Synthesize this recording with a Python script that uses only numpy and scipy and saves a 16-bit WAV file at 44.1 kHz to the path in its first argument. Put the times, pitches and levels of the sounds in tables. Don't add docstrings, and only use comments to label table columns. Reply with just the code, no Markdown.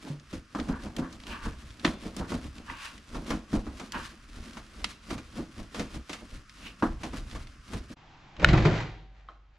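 import sys
import numpy as np
from scipy import signal
from scipy.fft import rfft, irfft, next_fast_len
from scipy.io import wavfile
from scipy.ndimage import map_coordinates

SR = 44100
rng = np.random.default_rng(int(sys.argv[2]) if len(sys.argv) > 2 else 0)


def digitize_waveform(pressure):
    field = np.atleast_2d(pressure).T
    bounded = np.clip(field, -1, 1)
    quanta = np.round(bounded * 32767).astype(np.int16)
    wavfile.write(sys.argv[1], SR, quanta)


N = 422478

# freq_hz, gain_db
SWAY_SPECTRUM = [(12, -15.5), (25, 0), (48, 1.5), (64, -1), (85, -6.5), (130, -10.5), (200, -22.5),
                 (1500, -110)]
# freq_hz, gain_db
CLACK_SPECTRUM = [(150, -8), (330, 1), (410, -7), (490, 3), (550, -6), (610, 0), (800, -2), (950, -1),
                  (1130, 0.5), (1400, -3), (1750, -9.5), (2300, -24.5), (5000, -39), (12000, -75.5)]
DRAG_S = 8.43


def amp(db):
    return 10 ** (np.asarray(db) / 20)


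def unit(x):
    return x / np.sqrt(np.mean(x ** 2) + 1e-20)


def along(points, hz):
    freq_hz, values = np.transpose(points)
    return np.interp(np.log(hz + 1), np.log(freq_hz + 1), values)


def filtered(x, response):
    n = x.shape[-1]
    padded = next_fast_len(n + 4096)
    return irfft(rfft(x, padded) * response(np.fft.rfftfreq(padded, 1 / SR)), padded)[..., :n]


def shaped(x, spectrum):
    return filtered(x, lambda hz: amp(along(spectrum, hz)))


def noise(spectrum, size=N):
    return unit(shaped(rng.standard_normal((2, size)), spectrum))


def add(track, start_s, sound):
    part = track[..., max(round(start_s * SR), 0):][..., :sound.shape[-1]]
    part += sound[..., :part.shape[-1]]


def onset_level(x, db, window_s):
    onset = np.atleast_2d(x)[0, :int(window_s * SR)]
    return x * amp(db) / np.sqrt(np.mean(onset ** 2) + 1e-20)


def flutter(rate_hz, depth_db):
    knots = rng.standard_normal(int(N * rate_hz / SR) + 4)
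    return unit(amp(depth_db * map_coordinates(knots, [np.arange(N) * rate_hz / SR])))


def swells(peak_s, length_s, level_db, rise_share, roundness):
    t = np.arange(0, N / SR, 0.001)
    rise = np.clip(rise_share, 0.05, 0.95)
    offset = (t[:, None] - peak_s) / length_s
    fade_db = -20 * np.maximum(-offset / rise, offset / (1 - rise)) ** roundness
    return np.interp(np.arange(N) / SR, t, np.linalg.norm(amp(level_db + fade_db), axis=1))


def drag(db, hold_s, fall_db_per_s):
    t = np.arange(N) / SR - DRAG_S
    return amp(db + 430 * np.minimum(t, 0) - fall_db_per_s * np.maximum(t - hold_s, 0))


def slips(spectrum, rate_hz, spread_db, smooth):
    jerks = (rng.random(N) < rate_hz / SR) * amp(spread_db * np.clip(rng.standard_normal(N), -2, 2))
    grains = shaped(jerks * rng.choice([-1, 1], (2, N)), spectrum)
    return unit(unit(grains) + smooth * noise(spectrum))


def ring(modes, t, scatter_db):
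    out = np.zeros(len(t))
    for k, (hz, db, t60_s) in enumerate(modes):
        envelope = amp(db + scatter_db * rng.standard_normal() - 60 * t / t60_s)
        out += (-1) ** k * envelope * np.sin(2 * np.pi * hz * t)
    return out


def burst(spectrum, t, t60_s, tail_db, tail_t60_s):
    rise = 1 - np.exp(-t / 0.0003)
    fall = amp(-60 * t / t60_s) + amp(tail_db - 60 * t / tail_t60_s)
    return noise(spectrum, size=len(t)) * rise * fall


def air():
    # freq_hz, gain_db
    early_spectrum = [(12, -41), (20, -5), (44, 4.5), (191, -7.5), (788, -40.5), (1070, -10.5), (1300, -8),
                      (2150, -15.5), (2330, -17.5), (2540, -13.5), (3960, -25.5), (4950, -18),
                      (10200, -33.5), (13900, -51), (15500, -66)]
    # freq_hz, gain_db
    late_spectrum = [(20, -2), (50, -1.5), (72, -12), (130, -3), (230, -12.5), (285, -8), (480, -22),
                     (820, -10.5), (1260, -16.5), (2900, -21), (5000, -29.5), (7200, -37), (9000, -62),
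                     (14000, -100)]
    # time_s, early_db, late_db
    levels = [(0, -64, -110), (7.94, -61.5, -110), (7.96, -110, -42.5), (8.35, -110, -41.5),
              (8.9, -110, -56), (9.58, -110, -58.5)]
    time_s, *columns_db = np.transpose(levels)
    early, late = [amp(np.interp(np.arange(N) / SR, time_s, db, right=-np.inf)) for db in columns_db]
    return early * noise(early_spectrum) + late * noise(late_spectrum)


def garage(x):
    # freq_hz, t60_s
    decay = [(100, 0.76), (400, .6), (1500, 0.54), (4000, 0.77), (9000, 0.24)]
    hz, t, bins = signal.stft(rng.standard_normal((2, SR * 3 // 4)), SR, nperseg=256)
    tail = signal.istft(bins * amp(-60 * t / along(decay, hz)[:, None]), SR, nperseg=256)[1]
    return signal.fftconvolve(x[:1], tail / np.linalg.norm(tail[0]), axes=1)[:, :N]


def wing():
    # start_s, pitch_hz, level_db, t60_s
    swings = [(0.1, 146, -29.5, 0.27), (8.5, 48.4, -22.5, 2.9)]
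    out, t = np.zeros((2, N)), np.arange(2 * SR) / SR
    rise = 1 - np.exp(-t / 0.003)
    for start_s, hz, db, t60_s in swings:
        add(out[0], start_s, amp(db - 60 * t / t60_s) * rise * np.sin(2 * np.pi * hz * t))
    return out


def palms():
    # peak_s, length_s, rise_share, low_db, high_db
    strokes = [(0.739, 0.14, 0.26, -43.5, -67), (1.04, 0.11, .25, -47, -66),
               (1.318, 0.13, 0.36, -45.5, -44.5), (1.36, 0.095, 0.53, -42.5, -54),
               (1.445, 0.16, 0.37, -45, -54), (2.25, 0.12, 0.34, -51, -63), (2.701, .12, 0.31, -42, -51),
               (2.86, 0.31, 0.71, -47, -48), (3.948, 0.12, 0.21, -35, -46), (4.021, 0.18, 0.24, -52, -57),
               (6.671, 0.12, 0.52, -53, -45.5)]
    # freq_hz, gain_db
    low_spectrum = [(400, -17), (780, -15), (920, 4), (1010, -2), (1130, 7), (1270, -5.5), (1420, 0),
                    (1700, 1), (2100, -14), (5000, -41), (14000, -70)]
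    # freq_hz, gain_db
    high_spectrum = [(1500, -26), (2200, -10.5), (2750, -4), (3300, -14.5), (4200, -18), (14000, -40)]
    peak_s, length_s, rise_share, low_db, high_db = np.transpose(strokes)
    low = swells(peak_s, 1.06 * length_s, low_db - 1, rise_share, roundness=1.04)
    high = swells(peak_s, length_s, high_db - 0.5, rise_share, roundness=1.06)
    rub = slips(low_spectrum, rate_hz=900, spread_db=1.5, smooth=0.55)
    return low * rub + high * noise(high_spectrum)


def ticks():
    # start_s, level_db, pitch_hz, limit_hz
    catches = [(0.197, -59.5, 4000, 10100), (0.599, -43, 3200, 7800), (0.965, -43.5, 2730, 13000),
               (1.127, -54, 4110, 12200), (1.201, -55, 2800, 11000), (1.236, -52.5, 2380, 9200),
               (1.268, -46.5, 2400, 11900), (1.675, -66, 3000, 10000), (1.705, -57.5, 3000, 10000),
               (1.796, -52.5, 2980, 10000), (1.849, -26, 2270, 7450), (1.855, -35, 2400, 6800),
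               (1.863, -37, 2400, 6800), (1.877, -39.5, 2400, 6800), (2.165, -45.5, 5100, 14000),
               (2.582, -53, 3000, 10100), (2.699, -40.5, 1710, 3520), (2.979, -55, 3000, 10000),
               (3.921, -42, 4200, 13100), (4.533, -54.5, 3530, 11300), (4.843, -30, 2480, 9900),
               (6.495, -53, 3850, 10600), (7.036, -67, 2390, 8000), (7.312, -51, 3000, 10000),
               (7.471, -55, 2720, 10200), (8.366, -37.5, 2506, 7080), (9.286, -42, 1194, 4540)]
    out, t = np.zeros((2, N)), np.arange(SR // 5) / SR
    for start_s, db, hz, limit_hz in catches:
        spectrum = [(hz / 8, -28), (hz / 1.9, -1), (hz, 0), (hz * 1.62, -3.5),
                    (limit_hz, -20), (limit_hz * 1.3, -42), (limit_hz * 3, -80)]
        tick = burst(spectrum, t, t60_s=0.02, tail_db=-16.5, tail_t60_s=0.12)
        add(out, start_s, onset_level(tick, db + 0.41, window_s=0.007))
    return out


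def knocks():
    # start_s, thud_db, clack_db, crunch_db
    hits = [(0.329, -36.5, -56.5, -52), (0.549, -34.5, -38.5, -50.5), (0.588, -35, -42, -52),
            (0.687, -28.5, -44.5, -51), (0.858, -40, -52, -57), (0.984, -31, -46.5, -49.5),
            (1.02, -38, -46, -67), (1.46, -36.5, -45, -65), (1.846, -25, -33, -39), (2.054, -39, -63, -59),
            (2.163, -42, -57, -59), (2.209, -49, -44.5, -68), (2.319, -32.5, -41, -47.5),
            (3.145, -39.5, -45.5, -52), (3.305, -32.5, -36, -38.5), (3.329, -36, -49, -62),
            (3.53, -26.0, -45, -48.5), (3.667, -41.5, -50, -60), (3.797, -59, -47.5, -46.5),
            (4.57, -57, -47.5, -49), (5.105, -36.5, -42, -43), (5.179, -46.5, -52.5, -49),
            (5.385, -33, -51, -68), (5.745, -59, -44.5, -45.5), (5.795, -32, -42, -40.5),
            (6.094, -44, -46, -43), (6.13, -67, -47.5, -41), (6.824, -23, -29, -49.5),
            (7.033, -46, -42, -42), (7.133, -40, -46.5, -53), (7.35, -66, -46.5, -51),
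            (7.735, -38, -47.5, -50), (7.902, -43, -65, -62)]
    # freq_hz, level_db, t60_s
    held_modes = [(80, -15.5, 0.086), (168.2, -2, 0.13), (215.8, -1.5, 0.15), (260.8, 2.5, 0.12),
                  (302, -1, .11), (349.6, -4, 0.072), (491.5, -12, 0.16), (595, -7, 0.037)]
    # freq_hz, gain_db
    crunch_spectrum = [(800, -17), (2200, 3.5), (4000, -3.5), (6500, -6.5), (8500, -14), (10300, -19),
                       (12000, -23.5), (15000, -50)]
    out, t = np.zeros((2, N)), np.arange(SR // 3) / SR
    for start_s, thud_db, clack_db, crunch_db in hits:
        thud = np.zeros(len(t))
        for delay_s, db in [(0, 0), (0.012, -5), (0.034, -13)]:
            tuning = np.exp(0.061 * rng.standard_normal())
            contact_s = delay_s * rng.uniform(0.71, 1.3)
            add(thud, contact_s, amp(db) * ring(held_modes, t * tuning, scatter_db=2.5))
        clack = burst(CLACK_SPECTRUM, t, t60_s=0.13, tail_db=-5.5, tail_t60_s=0.26)
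        crunch = burst(crunch_spectrum, t, t60_s=0.067, tail_db=-6, tail_t60_s=0.27)
        add(out[0], start_s, onset_level(thud, thud_db - 3, window_s=0.035))
        add(out, start_s, onset_level(clack, clack_db + 0.49, window_s=0.013))
        add(out, start_s, onset_level(crunch, crunch_db - 2, window_s=0.0133))
    return out


def tugging():
    # peak_s, length_s, sway_db, flex_db, scrape_db
    tugs = [(0.083, 0.18, -65, -39, -55), (0.353, 0.12, -41.5, -44.5, -53.5), (0.6, .16, -42, -38.5, -57),
            (0.701, 0.17, -40, -35.5, -56), (0.858, 0.16, -43, -39, -56), (1.001, 0.15, -43, -33, -56.5),
            (1.143, 0.21, -51, -50, -61), (1.298, .19, -47, -42.5, -55), (1.471, 0.21, -39, -44.5, -55),
            (1.66, 0.53, -50, -55.5, -61.5), (1.884, 0.19, -41.5, -35, -51.5),
            (2.059, 0.18, -46, -39.5, -53), (2.201, 0.13, -36.5, -33.5, -52.5),
            (2.334, 0.15, -38, -32.5, -50.5), (2.452, 0.12, -38, -44, -54.5), (2.583, 0.2, -53, -47, -61),
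            (2.71, 0.15, -50.5, -47.5, -57), (2.859, 0.23, -64, -68, -51), (2.953, 0.3, -57, -54.5, -63),
            (3.165, 0.19, -38.5, -38, -54), (3.314, 0.18, -39, -33, -49.5), (3.558, 0.12, -33, -29.5, -49),
            (3.675, 0.25, -45.5, -45, -62), (3.817, 0.2, -68, -42.5, -54), (3.972, 0.13, -43, -37, -59),
            (4.038, 0.18, -50, -57, -49.5), (4.13, 0.14, -61, -52, -61), (4.381, 0.19, -43.5, -49, -58.5),
            (4.473, 0.31, -59, -50, -57.5), (4.576, 0.18, -65, -51.5, -62.5), (4.815, 0.34, -50, -47, -58),
            (4.903, .15, -66, -65, -53), (5.125, 0.15, -39.5, -36.5, -50), (5.39, 0.16, -43.5, -37, -55.5),
            (5.597, 0.15, -39.5, -42, -54.5), (5.798, 0.16, -43.5, -36.5, -49),
            (5.956, 0.12, -38.5, -41.5, -51), (6.141, .17, -64, -56, -54.5),
            (6.222, 0.11, -58, -45.5, -62.5), (6.346, 0.2, -45, -51, -58), (6.64, 0.29, -53, -51, -56.5),
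            (6.861, 0.12, -33, -36.5, -54.5), (6.925, 0.23, -39, -56, -69), (7.06, 0.13, -41, -38, -54),
            (7.179, 0.2, -37.5, -44.5, -52.5), (7.35, 0.3, -41, -49.5, -56.5),
            (7.582, .12, -52.5, -65, -84), (7.75, 0.16, -37.5, -37, -50), (7.934, 0.092, -48, -48.5, -56.5)]
    # freq_hz, gain_db
    flex_spectrum = [(70, -49), (150, -8.5), (230, 1.5), (310, -3.5), (420, -12.5), (620, -14), (800, -19),
                     (1100, -21), (2000, -44), (12000, -88)]
    # freq_hz, gain_db
    scrape_spectrum = [(300, -13), (800, -7.5), (1100, 6), (1600, 4.5), (2400, 2), (3600, 1), (5200, -1.5),
                       (8000, -7.5), (10200, -9.5), (11500, -17.5), (13800, -23.5), (15500, -44)]
    sway_lag_s, scrape_lead_s, end_s = 0.016, 0.0067, 7.955
    peak_s, length_s, sway_db, flex_db, scrape_db = np.transpose(tugs)
    sway = swells(peak_s + sway_lag_s, 1.09 * length_s, sway_db, rise_share=0.47, roundness=1.15)
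    flex = swells(peak_s, length_s, flex_db, rise_share=0.4, roundness=1.13)
    scrape = swells(peak_s - scrape_lead_s, 1.184 * length_s, scrape_db, rise_share=0.52, roundness=1.18)
    grip = flutter(rate_hz=9, depth_db=4.5)
    rumble = noise(SWAY_SPECTRUM)
    creak = amp(-2.12) * slips(flex_spectrum, rate_hz=420, spread_db=0, smooth=0.52)
    rub = amp(2) * slips(scrape_spectrum, rate_hz=650, spread_db=1, smooth=1)
    grit = amp(-9) * slips(scrape_spectrum, rate_hz=60, spread_db=4, smooth=0)
    catching = flutter(rate_hz=55, depth_db=2.2)
    out = np.hypot(sway, amp(-62) * grip) * rumble
    out += np.hypot(flex, amp(-67) * grip) * creak
    out += np.hypot(scrape, amp(-72.5) * grip) * (catching * rub + grit)
    return out * (np.arange(N) / SR < end_s)


def freed_panel():
    # start_s, boom_db, clack_db, crunch_db, hollow_hz
    blows = [(8.396, -35, -41, -41, 452), (8.426, -28, -29.5, -39, 513), (8.486, -18.5, -35.5, -25.5, 696),
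             (8.531, -15, -22, -29.5, 304), (8.575, -23.5, -31, -30.5, 308), (8.652, -15.5, -21, -27, 367),
             (8.735, -25, -42, -50, 396), (8.803, -36.5, -39.5, -36.5, 937)]
    # freq_hz, level_db, t60_s
    free_modes = [(109.5, -4, 0.4), (139.4, -1.5, .36), (157.8, -3, 0.33), (193, -9.5, 0.085),
                  (317, -10.5, 0.27), (359, -12.5, 0.18), (558, -22.5, 0.24), (632, -22, 0.54),
                  (707, -24, .35), (764, -30, 1.4)]
    # freq_hz, level_db, t60_s
    rim_modes = [(1062, 8, 0.093), (1282, 10, 0.074), (1510, -12.5, .06), (3130, -9, .06), (4020, -15, .06)]
    # freq_hz, gain_db
    boom_spectrum = [(60, -26), (100, -8), (140, -3.5), (180, -2.5), (245, -13), (330, -10), (420, -17),
                     (650, -18), (1200, -39), (8000, -110)]
    # freq_hz, gain_db
    rattle_spectrum = [(240, -33.5), (400, -11.5), (436, -8.5), (509, -10.5), (571, -9), (792, -8),
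                       (1040, -12), (1970, -8.5), (2140, -11), (2850, -16), (4250, -21), (7190, -31),
                       (12000, -81.5), (15600, -112), (22000, -120)]
    # freq_hz, gain_db
    crunch_spectrum = [(600, -24), (1200, -6.5), (2000, 3), (3000, -5.5), (4200, -8), (5200, -16),
                       (7300, -21.5), (9000, -36.5), (12000, -66.5)]
    # peak_s, length_s, level_db
    shifts = [(9.189, .16, -55.5), (9.31, 0.17, -57), (9.56, 0.073, -61)]
    carried = flutter(rate_hz=12, depth_db=1) * (np.arange(N) / SR > DRAG_S)
    sway = drag(db=-19.5, hold_s=0.12, fall_db_per_s=83) + amp(-57) * carried
    flex = drag(db=-20, hold_s=0.28, fall_db_per_s=126)
    scrape = drag(db=-30, hold_s=0.35, fall_db_per_s=127) + amp(-73) * carried
    scrape += swells(*np.transpose(shifts), rise_share=0.48, roundness=1.4)
    out = amp(1.5) * sway * noise(SWAY_SPECTRUM)
    out += amp(1.5) * flex * slips(boom_spectrum, rate_hz=270, spread_db=2, smooth=0.66)
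    out += amp(2.5) * scrape * slips(rattle_spectrum, rate_hz=500, spread_db=-0.5, smooth=1)
    t = np.arange(SR) / SR
    boom_lead_s = 0.008
    for start_s, boom_db, clack_db, crunch_db, hz in blows:
        hollow_modes = [(hz, 0, 0.14), (hz * 1.16, -2, 0.12), (hz * 1.85, -10, 0.1), (hz * 1.7, -10, 0.1)]
        boom = ring(free_modes, t, scatter_db=1.5)
        hollow = ring(hollow_modes, t, scatter_db=2.5)
        clack = burst(CLACK_SPECTRUM, t, t60_s=0.22, tail_db=-19.5, tail_t60_s=0.4)
        crunch = burst(crunch_spectrum, t, t60_s=0.11, tail_db=-13.5, tail_t60_s=0.18)
        add(out[0], start_s - boom_lead_s, onset_level(boom, boom_db + 3.2, window_s=0.071))
        add(out[0], start_s, onset_level(hollow, clack_db - 0.6, window_s=0.14))
        add(out, start_s, onset_level(clack, clack_db - 1, window_s=0.084))
        add(out, start_s, onset_level(crunch, crunch_db + 3.5, window_s=0.037))
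    tap = amp(-41) * ring(rim_modes, t, scatter_db=5)
    tap += amp(-42.5) * burst(CLACK_SPECTRUM, t, t60_s=0.12, tail_db=-5.5, tail_t60_s=0.28)[0]
    add(out[0], start_s=9.287, sound=tap)
    return filtered(out, lambda hz: amp(along([(7500, 2), (8600, 0.5), (10500, -12)], hz)))


def crack():
    clip_modes = [(546, -14.5, 0.022), (845, -13, .014), (1425, 6.5, 0.017), (1770, 1, 0.019),
                  (2194, 0, 0.013), (2537, -5, 0.017), (2966, -4.5, 0.016), (3690, -17.5, 0.036),
                  (4000, -5, 0.017), (5400, -16.5, 0.0092), (7700, -29, .005)]
    # freq_hz, gain_db
    splinter_spectrum = [(400, -14.5), (1400, -4), (2500, -3.5), (3300, -10.5), (4000, -7), (5500, -16),
                         (9000, -33), (14000, -59.5)]
    out, t = np.zeros((2, N)), np.arange(SR // 10) / SR
    rise = 1 - np.exp(-t / 0.0007)
    snap = amp(7) * rise * ring(clip_modes, t, scatter_db=0.5)
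    snap_side = -amp(-5) * np.roll(snap, 5)
    splinter = amp(-3.5) * burst(splinter_spectrum, t, t60_s=0.016, tail_db=-29.5, tail_t60_s=0.08)
    add(out, start_s=8.445, sound=np.array([snap, snap_side]))
    add(out, start_s=8.4457, sound=splinter)
    return out


def scene():
    # freq_hz, side_db
    width = [(40, -24), (150, -20), (330, -18), (650, -9), (1400, -8), (3000, -5.5), (8000, -11),
             (13000, -15.5)]
    # freq_hz, left_minus_right_db
    balance = [(100, -0.2), (700, -0.5), (1400, 0.5), (5000, -0.5), (9000, 0.5), (13000, 3.5)]
    held = tugging() + palms() + knocks() + ticks()
    snap = crack()
    free = freed_panel()
    room = garage(amp(-20) * held + amp(-22) * snap + amp(-11) * free)
    mid, side = held + snap + free + wing() + room + air()
    side = shaped(side, width)
    left_lag_s = 1.2e-5
    split = np.array([[0.5], [-0.5]])
    ports = lambda hz: amp(along(balance, hz) * split) * np.exp(-2j * np.pi * hz * left_lag_s * split)
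    return filtered(np.array([mid + side, mid - side]), ports)


def record(dry):
    # time_s, gain_db
    dip = [(7.938, 3), (7.949, -28), (7.961, -31), (7.97, -12.5)]
    top_hz, taper_hz = 15300, 1200
    dipped = dry * amp(np.interp(np.arange(N) / SR, *np.transpose(dip)))
    rounded = dipped / (1 + dipped ** 6) ** (1 / 6)
    return filtered(rounded, lambda hz: np.clip((top_hz - hz) / taper_hz, 0, 1))


dry = scene()
out = record(dry)
digitize_waveform(out)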